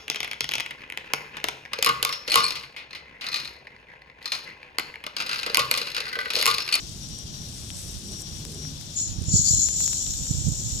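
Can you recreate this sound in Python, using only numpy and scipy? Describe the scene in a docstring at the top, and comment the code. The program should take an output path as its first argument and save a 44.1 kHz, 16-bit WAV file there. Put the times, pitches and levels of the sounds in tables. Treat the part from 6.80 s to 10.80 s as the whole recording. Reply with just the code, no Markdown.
"""A thin hiss and whistle, close and to the left: a pinhole in a garden hose on a lawn.
A small dog noses at the spray, which patters on fur and grass. When it lifts its head, the freed jet
flares into a shrill, sputtering ring in the slit, then settles to a broad hiss.
Drops tick close by; soft thumps buffet the right microphone over the low rumble of the yard."""
import sys
import numpy as np
from scipy import signal
from scipy.fft import rfft, irfft
from scipy.io import wavfile
from scipy.ndimage import uniform_filter1d, map_coordinates

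SR = 44100
rng = np.random.default_rng(int(sys.argv[2]) if len(sys.argv) > 2 else 0)


def dump_mix(stems):
    """Bounce the given channels to the path in sys.argv[1] as a 16-bit WAV at rate SR."""
    frames = np.atleast_2d(stems).T  # one column per channel
    limited = np.clip(frames, -1, 1)  # hard clip at full scale
    pcm = np.round(limited * 32767).astype(np.int16)
    wavfile.write(sys.argv[1], SR, pcm)


N = 176400
T, HZ = np.arange(N) / SR, np.fft.rfftfreq(N, 1 / SR)

# spray striking fur and grass (time [s], level [dB])
SPRAY_LEVEL = [(0, -60), (.2, -54), (.47, -60), (.8, -48), (.89, -51.5), (.99, -46), (1.075, -46.5),
               (1.18, -50.5), (1.33, -53), (1.37, -50.5), (1.415, -42.5), (1.44, -60), (1.57, -50),
               (1.63, -54), (1.7, -51), (1.9, -55.5), (2.4, -60)]


def amp(db):
    """Decibels to gain."""
    return 10 ** (np.asarray(db) / 20)


def unit(x):
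    """Scales to rms 1."""
    return x / np.sqrt(np.mean(x ** 2) + 1e-20)


def over_hz(points):
    """Reads a spectrum table on a log-frequency axis."""
    hz, value = np.transpose(points)
    return np.interp(np.log(HZ + 1), np.log(hz + 1), value)


def level(points):
    """Gain over time from a table of (time [s], level [dB])."""
    return amp(np.interp(T, *np.transpose(points)))


def swell(centre_s, length_s):
    """A bell-shaped rise and fall."""
    return np.exp(-(2 * (T - centre_s) / length_s) ** 2)


def add(mix, start_s, sound):
    """Adds a stereo sound at a time."""
    part = mix[:, max(round(start_s * SR), 0):][:, :sound.shape[1]]
    part += sound[:, :part.shape[1]]


def wander(rate_hz):
    """Smooth random motion of rms 1, up to about the given rate."""
    return unit(irfft(rfft(rng.standard_normal(N)) * (HZ > 0) / (1 + (HZ / rate_hz) ** 4), N))


def white():
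    """Unrelated noise for two microphones."""
    return rng.standard_normal((2, N))


def colour(x, gain):
    """Filters by a gain per frequency, to rms 1."""
    return unit(irfft(rfft(x) * gain, N))


def sides(pan_db):
    """Left and right gains of constant total power; positive is left."""
    gains = amp([pan_db / 2, -pan_db / 2]).reshape(2, -1)
    return 2 * gains / np.sqrt((gains ** 2).sum(0))


def alike(pair, likeness):
    """Gives the right channel a share of the left."""
    left, right = rfft(pair)
    return irfft(np.array([left, likeness * left + np.sqrt(1 - likeness ** 2) * right]), N)


def leak(left_delay_s=.00032, likeness=0.15):
    """The jet at the microphones: earlier on the right, mostly louder on the left, with short echoes."""
    # reflections off the shed and fence (delay [s], level [dB])
    echoes = [(.0098, -11), (0.0212, -13.5)]
    # the leak's balance across the pair (frequency [Hz], left minus right [dB])
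    balance = [(1000, 3.5), (2200, 2), (3500, 13.5), (5700, 14), (6400, 6), (6800, 14), (7200, 0),
               (7700, -2), (9500, -0.5), (13200, -1.5)]
    jet = rfft(alike(hiss() + ring() + rush() + spurts(), likeness))
    walls = 1 + sum(amp(db) * np.exp(-2j * np.pi * HZ * delay) for delay, db in echoes)
    arrival = np.exp(-2j * np.pi * HZ * np.array([[left_delay_s], [0]]))
    return irfft(jet * walls * arrival * sides(over_hz(balance)), N)


def hiss(level_db=-46, flutter_db=1.21):
    """Water forced through the pinhole hisses steadily, with a slight flutter."""
    # colour of the hiss (frequency [Hz], relative level [dB])
    spectrum = [(1000, -16.5), (1500, -15), (2100, -16.5), (2700, -10.5), (3450, -2), (4500, -3),
                (5400, 0.5), (6200, -1.5), (7200, -13), (9000, -12.5), (12000, -23.5), (14300, -19),
                (15200, -50)]
    bass_cut_db = 27 * np.maximum(1 - HZ / 1000, 0)
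    noise = colour(white(), amp(over_hz(spectrum) - bass_cut_db))
    return noise * amp(level_db + flutter_db * wander(25))


def ring(sputter_db=0.65, sputter_hz=70, drift=0.0006, skirt_widths=1.3):
    """The slit's resonances ring, waver together and sputter with the jet."""
    # resonances of the slit (frequency [Hz], width [Hz], relative level [dB])
    resonances = [(4132, 85, -15.5), (4625, 70, -21), (5648, 69, -7), (6660, 42, -4.5), (6783, 47, 1),
                  (7170, 56, 0), (7280, 89, -7.5), (7697, 34, -7), (9160, 88, -26.5), (10500, 69, -32),
                  (12320, 64, -43), (13215, 75, -38)]
    # flare of the ringing jet (time [s], level [dB])
    flare = [(2.03, -90), (2.15, -49), (2.165, -30.5), (2.205, -26.5), (2.3, -39), (2.41, -55),
             (2.455, -44), (2.5, -30), (2.565, -19.5), (2.635, -26.5), (2.705, -21), (2.765, -26),
             (2.835, -20.5), (2.905, -32.5), (3.02, -28.5), (3.15, -37), (3.4, -46.5), (4, -43)]
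    power = 0
    for hz, width, db in resonances:
        peak = amp(db) ** 2 / width / (1 + (2 * (HZ - hz) / width) ** 2)
        power += peak / (1 + ((HZ - hz) / (skirt_widths * width)) ** 2)
    tones = colour(white(), np.sqrt(power))
    tones /= np.sqrt(uniform_filter1d(tones ** 2, 900) + 1e-3)  # evens the strength over 20 ms
    position = np.arange(N) + drift * np.cumsum(wander(12.5))  # bends all pitches together
    tones = np.array([map_coordinates(side, [position], order=5, mode="wrap") for side in tones])
    return unit(tones * amp(sputter_db * wander(sputter_hz))) * level(flare)


def rush(sputter_db=1.8, sputter_hz=220):
    """The free jet spits unevenly into the slit, which colours it to a broad hiss."""
    # strength of the free jet (time [s], level [dB])
    strength = [(2.1, -54), (2.2, -39), (2.33, -76), (2.46, -62), (2.56, -28), (2.62, -34.5), (2.69, -28),
                (2.77, -30.5), (2.92, -37), (3.01, -28.5), (3.15, -31.5), (3.35, -35), (4, -36.5)]
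    # its colour (frequency [Hz], relative level [dB])
    spectrum = [(2200, -46), (3300, -20.5), (4350, -15), (5150, -15), (5680, -3), (6080, -10), (6400, -9.5),
                (6720, -1.5), (7280, 0), (7480, -2.5), (7800, -3.5), (8120, -12.5), (9900, -33),
                (10700, -21.5), (11800, -60), (12800, -28), (13220, -13), (14000, -50)]
    spitting = white() * amp(sputter_db * wander(sputter_hz))
    return colour(spitting, amp(over_hz(spectrum))) * level(strength)


def spurts(width_hz=370):
    """Short swells of a narrower hiss as the jet is deflected or breaks free."""
    # spurts of the jet (centre time [s], length [s], level [dB], pitch [Hz])
    bursts = [(0.977, 0.12, -48, 7900), (2.564, 0.072, -35.5, 4640), (2.678, 0.057, -32, 4600)]
    out = np.zeros((2, N))
    for centre, length, db, hz in bursts:
        band = 1 / (1 + (2 * (HZ - hz) / width_hz) ** 2)
        out += amp(db) * swell(centre, length) * colour(white(), band)
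    return out


def whistle(waver_hz=6, shimmer_db=1.15, lift_db=1.0, pan_db=16):
    """A thin edge tone at the pinhole comes and goes, well to the left."""
    # strength of the edge tone (time [s], level [dB])
    strength = [(0, -49), (.1, -64), (.2, -67), (.225, -44), (.29, -51.5), (.32, -47), (.4, -45),
                (.46, -53), (.62, -46.5), (.73, -57), (.92, -51), (1.02, -53.5), (1.1, -47.5), (1.2, -61),
                (1.29, -47), (1.57, -47), (1.69, -62), (1.77, -48.5), (1.87, -41), (1.96, -64), (2.35, -51),
                (2.44, -54), (2.6, -52.5)]
    # its slow glide (time [s], pitch [Hz])
    glide = [(0, 5685), (.35, 5742), (.8, 5738), (1.1, 5715), (1.55, 5722), (1.85, 5738), (2.3, 5700),
             (2.6, 5715)]
    hz = np.interp(T, *np.transpose(glide)) + waver_hz * wander(50)
    tone = unit(np.sin(2 * np.pi * np.cumsum(hz) / SR))
    return tone * amp(shimmer_db * wander(24) + lift_db) * level(strength) * sides(pan_db)


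def spray(drops_per_s=1300, clump_db=0.5, patch_db=1.5, band_hz=2000, pan_db=3.0, likeness=0.67):
    """Fine droplets and mist patter in clumps on fur and grass, each band flickering on its own."""
    # colour of the patter (frequency [Hz], relative level [dB])
    spectrum = [(3000, -11), (6000, -3), (7700, 2), (9000, 0.5), (11000, -6), (12500, -12), (14300, -11.5),
                (15200, -35)]
    droplets = unit(white() * (rng.random((2, N)) < drops_per_s / SR))
    mist = .55 * white()
    patter = rfft(alike(droplets + mist, likeness)) * amp(over_hz(spectrum))
    clumps = np.zeros((2, N))
    for hz in range(band_hz, 16001, band_hz):
        band = np.maximum(1 - abs(HZ - hz) / band_hz, 0)
        clumps += irfft(patter * band, N) * amp(patch_db * wander(26))
    return unit(clumps * amp(clump_db * wander(54))) * level(SPRAY_LEVEL) * sides(pan_db)


def crackle(per_s=70, lift_db=7, spread_db=2.0, low_hz=7000, high_hz=13500, decay_s=.00025):
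    """Larger droplets of the spray snap one by one, each with its own pitch and place."""
    out, t = np.zeros((2, N)), T[:200]
    strength = level(SPRAY_LEVEL) * amp(lift_db)
    for when, pitch, size, side in rng.random((round(per_s * N / SR), 4)):
        hz = low_hz * (high_hz / low_hz) ** pitch
        snap = np.sin(2 * np.pi * hz * t) * np.exp(-t / decay_s)
        gain = strength[int(when * N)] * amp(spread_db * min(-np.log(size), 2))
        add(out, when * N / SR, snap * gain * sides(20 * (side - .5)))
    return out


def casing_taps(pitch_hz=6970, decay_s=.000035, right_db=-27):
    """Drops land with a dead tap on the casing, right at the left microphone."""
    # drops on the casing (time [s], level [dB])
    taps = [(1.652, -11), (2.0123, -17), (2.333, -27), (2.441, -19.5), (2.8872, -6), (3.005, -5.5),
            (3.0782, -6.5), (3.1321, -6.5), (3.47, -15)]
    out, t = np.zeros((2, N)), T[:600]
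    tap = np.sin(2 * np.pi * pitch_hz * t) * t / decay_s * np.exp(1 - t / decay_s)
    for start, db in taps:
        add(out, start, tap * amp([[db], [db + right_db]]))
    return out


def grass_ticks(decay_s=0.00031):
    """Single drops ping briefly in the grass close by."""
    # wet ticks (time [s], level [dB], pitch [Hz], left minus right [dB])
    ticks = [(.094, -32.5, 8200, -7), (.288, -31.5, 8100, -12.5), (.388, -27.5, 8100, -21),
             (0.9036, -26.5, 3270, 16), (.9662, -32, 7750, 5.5), (1.32, -31.5, 8700, 1),
             (1.42, -26, 7800, 2), (1.7462, -30.5, 7660, -3), (1.851, -40.5, 1700, 12),
             (2.423, -34, 8650, 7), (3.266, -27.5, 3950, 14), (3.339, -30, 3960, 14)]
    out, t = np.zeros((2, N)), T[:600]
    envelope = np.sqrt(t / decay_s) * np.exp(1 - t / decay_s)
    for start, db, hz, pan_db in ticks:
        add(out, start, np.sin(2 * np.pi * hz * t) * envelope * amp(db) * sides(pan_db))
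    return out


def thumps(rise_s=0.0044, sag_per_s=4, shudder_db=-12, shudder_hz=260, shudder_s=0.013, left_db=-26.5):
    """Dull pushes on the right microphone swell for a cycle or two and break into a loose shudder."""
    # pushes on the microphone (time [s], level [dB], starting pitch [Hz])
    pushes = [(2.383, -17, 80), (2.413, -17.5, 123), (2.481, -14, 84), (2.536, -6.5, 155),
              (2.552, -11.5, 108), (2.592, -14, 131), (2.707, -14, 126), (2.734, -11.5, 106),
              (2.786, -19.5, 78), (3.507, -11, 142), (3.546, -17.5, 103), (3.608, -17.5, 94.5),
              (3.666, -11.5, 124), (3.68, -11.5, 150), (3.717, -17, 130), (3.926, -18.5, 78),
              (3.95, -17, 88)]
    out, t = np.zeros((2, N)), T[:4000]
    push_envelope = (t / rise_s * np.exp(1 - t / rise_s)) ** 2
    shudder_envelope = np.minimum(t / rise_s, 1) * np.exp(-t / shudder_s)
    low_noise = amp(shudder_db) * colour(rng.standard_normal(N), 1 / (1 + (HZ / shudder_hz) ** 3))
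    for start, db, hz in pushes:
        push = push_envelope * np.sin(2 * np.pi * hz * t / (1 + sag_per_s * t))
        shudder = shudder_envelope * np.roll(low_noise, -round(start * SR))[:len(t)]
        add(out, start, (push + shudder) * amp([[db + left_db], [db]]))
    return out


def buffet(lump_db=3, left_db=-13):
    """Lumpy low air noise around the thumps, mostly on the right microphone."""
    # buffeting on the right (time [s], level [dB])
    strength = [(2.1, -41), (2.45, -29), (2.56, -21.5), (2.66, -37), (2.75, -28.5), (2.95, -35),
                (3.2, -40.5), (3.31, -26.5), (3.44, -35), (3.68, -20), (3.82, -32.5), (4, -32.5)]
    # its colour (frequency [Hz], relative level [dB])
    spectrum = [(25, 9.5), (70, 8), (150, 5), (300, -15.5), (600, -48.5), (1500, -75)]
    lumps = white() * amp(lump_db * wander(19.5))
    return colour(lumps, amp(over_hz(spectrum))) * level(strength) * amp([[left_db], [0]])


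def yard(level_db=-40.5, flutter_db=1.17):
    """Low outdoor rumble, its bass nearly alike in both microphones."""
    # colour of the yard (frequency [Hz], relative level [dB])
    spectrum = [(45, 1.5), (130, 0), (250, -7.5), (420, -17.5), (750, -22), (1300, -32.5), (3000, -44)]
    # how alike the microphones hear it (frequency [Hz], likeness [0 to 1])
    likeness = [(30, 0.8), (130, 1), (290, 0.9), (640, 0.36), (1400, 0)]
    rumble = colour(alike(white(), over_hz(likeness)), amp(over_hz(spectrum)))
    return rumble * amp(level_db + flutter_db * wander(19))


def drones():
    """Faint low tones swell and fade in the distance, perhaps traffic."""
    # far-off tones (centre time [s], length [s], pitch [Hz], width [Hz], level [dB])
    far_tones = [(1.29, 0.19, 199.2, 4.1, -44.5), (1.3, 0.25, 354.3, 97, -50.5),
                 (1.744, 0.2, 409.7, 109, -50.5), (1.746, 0.61, 153.7, 6.9, -43),
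                 (1.893, .14, 269.6, 11.3, -46)]
    out = np.zeros(N)
    for centre, length, hz, width, db in far_tones:
        wavering_hz = hz + width / 2 * wander(width)
        tone = unit(np.sin(2 * np.pi * np.cumsum(wavering_hz) / SR))
        out += tone * amp(db) * swell(centre, length)
    return out


def scene():
    """The leak and its drops up close, with the low sounds around them."""
    water = leak() + whistle() + spray() + crackle() + casing_taps() + grass_ticks()
    return water + thumps() + buffet() + yard() + drones()


def record(dry, low_cut_hz=41, high_cut_hz=15700):
    """The recorder's low cut and band limit."""
    bass_trimmed = irfft(rfft(dry) / np.sqrt(1 + (low_cut_hz / (HZ + 1)) ** 8), N)
    band_limit = signal.firwin(255, high_cut_hz, window=("kaiser", 9), fs=SR)
    return signal.oaconvolve(bass_trimmed, band_limit[None], "same")


dry = scene()
out = record(dry)
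dump_mix(out)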